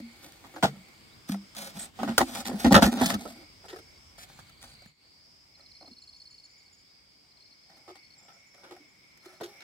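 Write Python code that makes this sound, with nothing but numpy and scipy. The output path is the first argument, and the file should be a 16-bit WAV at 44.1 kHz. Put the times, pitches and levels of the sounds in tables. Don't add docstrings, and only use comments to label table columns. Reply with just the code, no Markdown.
import sys
import numpy as np
from scipy import signal
from scipy.fft import rfft, irfft, next_fast_len
from scipy.io import wavfile
from scipy.ndimage import uniform_filter1d

SR = 44100
rng = np.random.default_rng(int(sys.argv[2]) if len(sys.argv) > 2 else 0)


def store_wav(level_fs):
    pcm = np.round(np.clip(np.atleast_2d(level_fs), -1, 1) * 32767)
    wavfile.write(sys.argv[1], SR, pcm.T.astype(np.int16))


N = 424673
T = np.arange(N) / SR
FAR_FROM_S = 4.95

# (time [s], boom peak level [dB], boom pitch [Hz], tube wall level re boom [dB],
# crack level re boom [dB], chatter time [ms])
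BLOWS = [(0.0, -34.5, 233, -11.5, -12, 3.4), (0.322, -68, 300, -5, 29, 3), (0.441, -51, 250, 7.5, 6, 30),
         (0.54, -45, 328, 0, -1, 20), (0.562, -40.5, 315, 6, 2, 18), (0.627, -29.5, 450, 6, 13, 29),
         (0.63, -18, 208.3, 7, 0.5, 19.8), (0.633, -21, 140.4, -3, -12, 8),
         (1.294, -21, 198, -16.5, -12, 3.6), (1.344, -44, 316, 10.5, 0, 5.3), (1.55, -60, 200, -2, 28, 5.3),
         (1.745, -37, 200, -10, -24, 31), (1.844, -52, 252, -6, 11, 3.4), (1.99, -43.5, 221, 17.5, 5.5, 30),
         (2.032, -29.5, 282, 11, 0.5, 14), (2.077, -22, 221, -4, -7, 30),
         (2.18, -20.5, 336, 8.5, 16.5, 4.3), (2.19, -28.5, 300, 11, 10.5, 14.4),
         (2.208, -17.5, 266, 8.5, -3, 13.6), (2.355, -45, 239, 15, -6, 17), (2.454, -36, 211, -1, 10.5, 19),
         (2.489, -29, 252, 3.5, -17, 34), (2.529, -23.5, 211, -10, -36, 22), (2.645, -9, 240, -7.5, -9, 28),
         (2.66, -11, 273, -2.5, -18, 9), (2.709, -12, 221, 1.5, -37, 12), (2.724, -9, 212, -9, -1, 8.9),
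         (2.743, -6.5, 217, 2, 1, 27), (2.771, -15, 218, 3.5, -21, 28), (2.823, -7.5, 198, -2, -1.5, 17.6),
         (2.873, -13.5, 231.7, -34, -29, 8.3), (2.976, -26, 245, -4, 0.5, 66),
         (3.012, -13.5, 253.5, -3, -14, 15.6), (3.059, -22.5, 208, -25, 9.5, 7.3),
         (3.101, -34.5, 200, 6, 19.5, 21.5), (3.125, -21.5, 210, -12.5, -15, 35),
         (3.14, -34.5, 200, 2, 13, 11.4), (3.254, -38.5, 221, 9.5, -5, 15),
         (3.643, -55, 454, 14.5, -0.5, 15), (3.684, -48, 450, -2, 12.5, 35),
         (3.728, -34, 367.5, -7, -11, 17), (3.761, -43, 443, 4, 0.5, 10), (3.787, -45.5, 346, 1, 3, 10),
         (4.183, -65.5, 250, 22, 13, 5), (4.3, -60, 200, 13, 10, 5), (4.39, -48, 148.5, 3, 5, 10.4),
         (4.495, -64.5, 178.3, 4, 21.5, 5.6), (4.638, -57, 263.5, 10.5, 12.5, 27),
         (4.82, -62.5, 250, 8.5, 10, 4.5), (4.859, -46, 150, -7, -3.5, 4.8),
         (5.811, -57, 303, 10.5, -7, 37), (5.876, -52.5, 276, 2, -4, 9.1),
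         (5.902, -47, 243, -25.5, -9.5, 17), (7.699, -61, 175, 7, 8, 28), (7.772, -65, 264, -5, 18, 10),
         (7.879, -45, 359, 3.5, -0.5, 27), (7.955, -62, 300, 13, 15, 15), (8.284, -62.5, 182, 13, 16, 46),
         (8.545, -63.5, 302, 10.5, 12, 11), (8.635, -50, 360, 4, 6.5, 53), (8.71, -41, 351, 0, -2, 21),
         (8.765, -61, 303, 13.5, 10.5, 4), (8.785, -51, 304, -20, -11, 37), (9.175, -65.5, 380, 0, 17.5, 5),
         (9.258, -42, 365, -7, -3, 7.6), (9.402, -36, 352.6, -7, -4, 42), (9.41, -31, 406.4, 1, -8.5, 8),
         (9.433, -43.5, 416, -6, 11.5, 21), (9.604, -53, 370, -6, 17, 55)]
# (frequency [Hz], width before damping factor [Hz], mean level [dB])
WALL_MODES = [(522, 44, -9), (570, 39, -1), (630, 35, -7.5), (700.3, 68, 4), (739.3, 44, -1.5),
              (782.6, 54, 4), (1110, 300, -7.5)]
# (frequency [Hz], width before damping factor [Hz], mean level [dB])
STICK_MODES = [(1250, 48, -1), (1325, 38, -1), (1484, 110, 4.5), (1725, 69, -2.5), (1893, 79, 0.5),
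               (2592, 300, -5.5), (3520, 120, -12)]


def gain_of(db):
    return 10 ** (np.asarray(db) / 20)


def evened(x):
    return x / np.sqrt(np.mean(x ** 2) + 1e-20)


def peaked(x):
    return x / abs(x).max()


def read(points, hz):
    f, value = np.transpose(points)
    return np.interp(np.log(hz + 1), np.log(f + 1), value)


def curves(rows):
    s, *columns = np.vstack(rows).T
    return [np.interp(T, s, c) for c in columns]


def add(mix, s, sound):
    part = mix[:, max(round(s * SR), 0):][:, :sound.shape[1]]
    part += sound[:, :part.shape[1]]


def smoothed_noise(shape, *spans):
    x = rng.standard_normal(shape)
    for span in spans:
        x = uniform_filter1d(x, span)
    return evened(x)


def resonate(x, hz, width_hz):
    turn = np.exp(2j * np.pi * np.cumsum(hz * np.ones(x.shape[-1])) / SR)
    r = np.exp(-np.pi * width_hz / SR)
    return 2 * (turn * signal.lfilter([1 - r], [1, -r], x / turn)).real


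def resonate_twice(x, hz, width_hz):
    return resonate(resonate(x, hz, width_hz), hz, width_hz)


def ring(modes, spread_db=0, damp=1, size=SR // 6):
    f, width_hz, db = np.transpose(modes)[:, :, None]
    t = np.arange(size) / SR
    sense = (-1) ** np.arange(len(modes))[:, None]
    level = gain_of(db + spread_db * rng.standard_normal(db.shape))
    decay = np.exp(-np.pi * damp * width_hz * t)
    return (sense * level * decay * np.sin(2 * np.pi * f * t)).sum(axis=0)


def pair(a, b, same):
    same = np.clip(same, -1, 1)
    return np.array([a, same * a + np.sqrt(1 - same ** 2) * b])


def sideways(x):
    left, right = pair(*x, 0.86)
    return np.array([left, np.roll(right, rng.integers(-20, 20))])


def coloured(x, spectrum):
    size = next_fast_len(x.shape[-1])
    gain = gain_of(read(spectrum, np.fft.rfftfreq(size, 1 / SR)))
    return evened(irfft(rfft(x, size) * gain, size)[..., :x.shape[-1]])


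def tube_boom(db, hz, chatter_ms, far):
    linger_db = -13 + 4 * np.log2(16 / chatter_ms)
    boom = ring([(hz, 22, 0), (hz, 10, linger_db), (hz * 1.27, 45, -8)])
    boom *= 1 - np.exp(-np.arange(len(boom)) / SR / 0.0035)
    boom = signal.sosfilt(signal.butter(2, hz / 2, "high", fs=SR, output="sos"), boom)
    shake_db = db / 2 - 12.5 - 12 * far
    return boom + gain_of(shake_db) * ring([(65.9, 39, 0.0032)])


def crack_noise(contacts, press, chatter_ms):
    # (frequency [Hz], density before tilt [dB per Hz])
    crack_spectrum = [(900, -32), (1600, -8), (3500, 2), (7500, -10), (12000, -17), (15500, -19.5),
                      (17000, -40)]
    t = np.arange(len(press)) / SR
    burst = signal.lfilter([1], [1, -np.exp(-1 / (.0015 * SR))], abs(contacts[0]))
    burst += .4 * press + 0.2 * np.exp(-t / 0.02983)
    tilt_db_per_octave = 2.5 * np.log2(32 / chatter_ms)
    tilted = [(f, level + tilt_db_per_octave * np.log2(f / 3500)) for f, level in crack_spectrum]
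    return peaked(burst * coloured(sideways(rng.standard_normal((2, len(t)))), tilted))


def knock(db, hz, wall_db, crack_db, chatter_ms, far):
    t = np.arange(SR // 10) / SR
    hard = 1 / (1 + np.exp((-1 - crack_db) / 7.5))
    rise_s = .001 + (1 - hard) * 0.15 * chatter_ms / 1000
    press = (1 - np.exp(-t / rise_s)) * np.exp(-(1000 * t / np.clip(chatter_ms, 2, 60)) ** 1.4)
    contacts = rng.standard_normal((2, len(t))) * (rng.random((2, len(t))) < 900 / SR) * press
    contacts[:, SR // 1000] = .7 + .9 * hard
    soft = uniform_filter1d(contacts, 6, axis=1)

    stick_db = 1 + .45 * wall_db + .55 * crack_db
    bodies = [(tube_boom(db, hz, chatter_ms, far), .97, 0),  # response, left-right likeness, dB
              (ring(WALL_MODES, spread_db=6.5, damp=1.7), .85, wall_db),
              (ring(STICK_MODES, spread_db=5.5, damp=1.9), -.3, stick_db)]
    out = 0
    for response, same, rel_db in bodies:
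        rung = signal.fftconvolve(pair(*soft, same), response[None], axes=1)
        out = out + gain_of(rel_db) * peaked(rung)
    out[:, :len(t)] += gain_of(crack_db) * crack_noise(contacts, press, chatter_ms)
    pan_db = 0.5 * rng.standard_normal()
    return gain_of(db + pan_db * np.array([[.5], [-.5]])) * out


def knocks():
    wood = np.zeros((2, N))
    for s, *blow in BLOWS:
        add(wood, s - .001, knock(*blow, s > FAR_FROM_S))
    return wood


def stroke(length_s, db, boom_db, wall_db, whistle_db, hz):
    # (frequency [Hz], density [dB per Hz])
    rustle_spectrum = [(880, -28.5), (1500, -2.5), (2010, -7), (2470, -4), (2720, -13.5), (3510, -3),
                       (6560, -8.5), (7900, -8.5), (12100, -12), (15500, -15.5)]
    size = max(round(length_s * SR), 500)
    grains = gain_of(3.5 * np.minimum(rng.exponential(1, (2, size)), 5))
    grains = grains * (rng.random((2, size)) < 4000 / SR) * rng.choice([-1., 1.], (2, size))
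    grains += .5 * rng.standard_normal((2, size))
    grains += 7 * rng.standard_normal(size) * (rng.random(size) < 45 / SR)

    clumps = gain_of(2.5 * smoothed_noise(size, 400, 400))
    along = np.arange(size) / size
    press = clumps * np.minimum(along / 0.17, 1) * np.minimum((1 - along) / 0.51, 1)
    pressed = press * np.array([grains, rng.standard_normal((2, size))])
    grains, slide = np.pad(pressed, ((0, 0), (0, 0), (0, SR // 10)))

    boom = evened(resonate(resonate(pair(*grains, 0.91), hz, 35), hz, 110))
    body = ring(WALL_MODES, spread_db=4) + gain_of(-5.0) * ring(STICK_MODES, spread_db=1.5)
    wall = evened(signal.fftconvolve(pair(*grains, 0.74), body[None], axes=1)[:, :grains.shape[1]])
    hiss = coloured(sideways(grains), rustle_spectrum)
    whistle = evened(resonate_twice(sideways(slide), 8200, 1510))
    out = hiss + gain_of(boom_db) * boom + gain_of(wall_db) * wall + gain_of(whistle_db) * whistle
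    return gain_of(db) * out


def strokes():
    # (start [s], end [s], rustle level [dB], boom level re rustle [dB])
    rub_rows = [(0, 1.103, -64, -5), (0.216, .29, -57.5, -6.5), (.65, 0.824, -79.5, 27.5),
                (1.272, 1.38, -49, -10), (1.546, 1.728, -45, -9.5), (1.733, 1.915, -51.5, -8.5),
                (1.98, 2.168, -63.5, 24.5), (2.179, 2.248, -46, 4), (2.25, 2.449, -48, -3),
                (2.343, 2.436, -43.5, -3), (2.446, 2.519, -44.5, -3), (2.505, 2.642, -56.5, 6.5),
                (2.58, 2.698, -44.5, -6), (2.702, 2.798, -39.5, 12.5), (2.81, 2.915, -36, 7),
                (2.898, 3.024, -46.5, 10), (2.997, 3.155, -36.5, -0.5), (3.162, 3.403, -54, 2),
                (3.35, 3.451, -66.5, 7), (3.617, 3.849, -64.5, -1), (4.173, 4.271, -53.5, -20),
                (4.25, 4.544, -62, -15), (4.596, 4.778, -58, -19), (5.561, 5.651, -79.5, 0),
                (7.653, 8.055, -75.5, -5.5), (8.151, 8.45, -79, 0.5), (8.498, 8.9, -73, -4),
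                (9.214, 9.409, -66, -10), (9.397, 9.695, -66, -12)]
    # (start [s], end [s], rustle level [dB], then re rustle:
    # boom [dB], wall [dB], whistle [dB])
    squeak = (1.783, 1.875, -53, -20, -20, 8)
    rubs = []
    for s, end, db, boom_db in rub_rows:
        wall_db = -2 + 0.54 * boom_db + 10 * (s > FAR_FROM_S)
        rubs.append((s, end, db, boom_db, wall_db, -17))
    at_s, boom_hz = np.array(BLOWS)[:, [0, 2]].T
    wood = np.zeros((2, N))
    for s, end, *levels_db in rubs + [squeak]:
        hz = np.clip(np.interp((s + end) / 2, at_s, boom_hz), 190, 380)
        add(wood, s, stroke(end - s, *levels_db, hz))
    return wood


def note(hz, fall_hz, length_s, second_db):
    t = np.arange(round(length_s * SR)) / SR
    turn = 2 * np.pi * np.cumsum(hz + fall_hz * (.5 - t / length_s)) / SR
    return (np.sin(turn) + gain_of(second_db) * np.sin(2 * turn)) * signal.windows.tukey(len(t), .7)


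def cricket_trill():
    # (start [s], beat [s], level before swell and scatter [dB], first group pitch [Hz],
    # last group pitch [Hz], notes in each group [digits])
    phrases = [(3.82, .0178, -58, 4650, 4620, "1033"), (4.418, .0178, -55.5, 4620, 4700, "2223333"),
               (5.555, .01804, -50.5, 4200, 4380, "10101012222222322322"),
               (6.503, .0202, -58, 4520, 4460, "1222"), (7.322, .0173, -56.5, 4220, 4290, "101222"),
               (7.582, .0178, -63, 4270, 4400, "2222"), (7.885, .0185, -57, 4500, 4350, "3333"),
               (9.12, .0181, -62, 4230, 4300, "10002200222")]
    trill = np.zeros((1, N))
    for start, beat_s, db, first_hz, last_hz, groups in phrases:
        counts = np.array(list(groups), int)
        after_s = beat_s * (np.cumsum(counts + 1) - counts - 1)
        pitches_hz = np.linspace(first_hz, last_hz, len(counts))
        for late_s, hz, count in zip(after_s, pitches_hz, counts):
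            swell_db = -5.5 * np.exp(-late_s / 0.056)
            for k in range(count):
                last_db = 1.5 * (k == count - 1)
                level_db = db + swell_db + last_db + 1 + 1.73 * rng.standard_normal()
                tone = gain_of(level_db) * note(hz + 40 * k, 470, 0.014, -21.0)
                add(trill, start + late_s - .006 + .0168 * k, tone[None])
    pan_db = np.interp(T, [6.8, 7.4], [-1.5, 4.5])
    return trill * gain_of([pan_db / 2, -pan_db / 2])


def bush_cricket():
    # (time [s], first part level [dB], first part pitch [Hz])
    chirp_rows = [(.11, -62, 7200), (.54, -57, 7100), (4.344, -60, 7270), (4.875, -59, 7170),
                  (6.017, -58.5, 7280), (6.165, -61.5, 7150), (6.306, -58, 7120), (6.443, -56, 7100),
                  (6.58, -58, 7070), (6.728, -55, 7120), (8.181, -52, 7450), (8.332, -59.5, 7200),
                  (8.468, -61, 7160), (8.888, -64, 7190)]
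    chirps = np.zeros((1, N))
    for s, db, hz in chirp_rows:
        flutter = smoothed_noise(round(.08 * SR), 220)
        add(chirps, s - .003, gain_of(db) * note(hz, 150, .017, -60)[None])
        add(chirps, s + .013, gain_of(db - 5) * note(hz - 350, 200, .016, -60)[None])
        add(chirps, s + .03, gain_of(db - 11) * flutter * note(hz - 50, 100, .08, -60)[None])
    return chirps


def rising_whistles():
    # (time [s], length [s], level [dB], start pitch [Hz], end pitch [Hz])
    whistle_rows = [(1.08, 0.085, -62, 3000, 4520), (6.797, 0.16, -74, 2880, 4220)]
    whistles = np.zeros((1, N))
    for s, length_s, db, low_hz, high_hz in whistle_rows:
        tone = note((low_hz + high_hz) / 2, low_hz - high_hz, length_s, -60)
        add(whistles, s, gain_of(db) * tone[None])
    return whistles


def through_foliage(x):
    t = np.arange(SR // 8) / SR
    leaves = .008 * rng.standard_normal((2, len(t))) * np.exp(-t / .03)
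    leaves[0, 0] = leaves[1, 1] = 1
    return signal.oaconvolve(x, leaves, axes=1)[:, :N]


def cicadas():
    # (time [s], buzz level before waver [dB], buzz centre [Hz], drone gain before waver [dB])
    song = [(0, -58, 4512, -68), (.5, -70, 4600, -74.5), (1, -61, 4688, -73), (1.35, -61, 5100, -77),
            (3.2, -58, 4705, -69.5), (4.1, -60, 5300, -77), (4.25, -68.5, 4400, -74.5),
            (4.8, -61, 4264, -74.5), (5.3, -60.5, 5000, -83), (6, -60, 5050, -79), (7.1, -62, 4850, -82),
            (8, -60.5, 5100, -74.5), (8.5, -63.5, 5323, -73.5), (9, -64, 5090, -74),
            (9.63, -60.5, 5350, -68)]
    drone_hz = 2203
    buzz_db, buzz_hz, drone_db = curves(song)
    clicks_per_s = 265 * (1 + 0.021 * smoothed_noise((2, N), 300))
    clicks = np.diff(np.floor(np.cumsum(clicks_per_s, axis=1) / SR), prepend=0, axis=1)
    noise = rng.standard_normal((2, 2, N))
    buzz = evened(resonate_twice(.45 * evened(clicks) + noise[0], buzz_hz, 700))
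    drone = evened(resonate(noise[1], drone_hz, 60))
    drone += 1.9 * evened(resonate_twice(noise[1], drone_hz, 330))
    waver_db = smoothed_noise((2, N), SR // 10, SR // 10)
    return gain_of(buzz_db + waver_db[0]) * buzz + gain_of(drone_db + 2 * waver_db[1]) * drone


def handling_and_air():
    # (frequency [Hz], density [dB per Hz])
    murmur_spectrum = [(25, -19.5), (113, -5.5), (260, -7.5), (500, -13.5), (970, -13.5), (1800, -16.5),
                       (3400, -16), (6000, -24), (8300, -21), (10400, -32), (15500, -29), (17000, -38)]
    # (frequency [Hz], left-right likeness [-1 to 1])
    murmur_likeness = [(60, 1), (180, 0.48), (550, 0.15), (1650, -0.28), (4970, 0.37), (15000, 0.13)]
    # (time [s], broad murmur level [dB], low rumble level [dB])
    handling_and_air_levels = [(0, -58, -67), (1.5, -57.5, -68.5), (2, -48.5, -55.5), (3.4, -59.5, -63),
                               (4.85, -61, -61.5), (5, -65.5, -73.5), (6, -66, -71), (7.5, -66.5, -81),
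                               (9.63, -63.5, -86)]
    murmur_db, rumble_db = curves(handling_and_air_levels)

    frames, hz = N // 256 + 5, np.fft.rfftfreq(1024, 1 / SR)
    a, b, c, d, patches = rng.standard_normal((frames, 513, 5)).T
    patches = evened(uniform_filter1d(uniform_filter1d(patches, 10, 0), 12, 1))
    z = pair(a + 1j * b, c + 1j * d, read(murmur_likeness, hz)[:, None])
    z = z * gain_of(read(murmur_spectrum, hz)[:, None] + 1.3 * patches)
    murmur = evened(signal.istft(z, nperseg=1024, noverlap=768)[1][:, :N])

    rumble_spectrum = [(15, -12.0), (35, -2.5), (90, -3.5), (160, -13), (400, -47.5)]  # (Hz, dB per Hz)
    rumble = coloured(pair(*rng.standard_normal((2, N)), 0.87), rumble_spectrum)
    return gain_of(murmur_db) * murmur + gain_of(rumble_db) * rumble


def scene():
    insects = through_foliage(cricket_trill() + bush_cricket() + rising_whistles())
    return knocks() + strokes() + insects + cicadas() + handling_and_air()


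def record(dry):
    # (time [s], half width to 1/e of the dip in dB [s], depth [dB])
    dips = [(1.924, 0.046, -11), (4.951, 0.053, -9.5)]
    dip_db = sum(db * np.exp(-((T - s) / half_s) ** 2) for s, half_s, db in dips)
    thin = signal.sosfilt(signal.butter(4, 45, "high", fs=SR, output="sos"), dry * gain_of(dip_db))
    low_pass = signal.firwin(511, 15900, window=("kaiser", 9), fs=SR)
    return signal.oaconvolve(np.tanh(thin), low_pass[None], "same")


dry = scene()
out = record(dry)
store_wav(out)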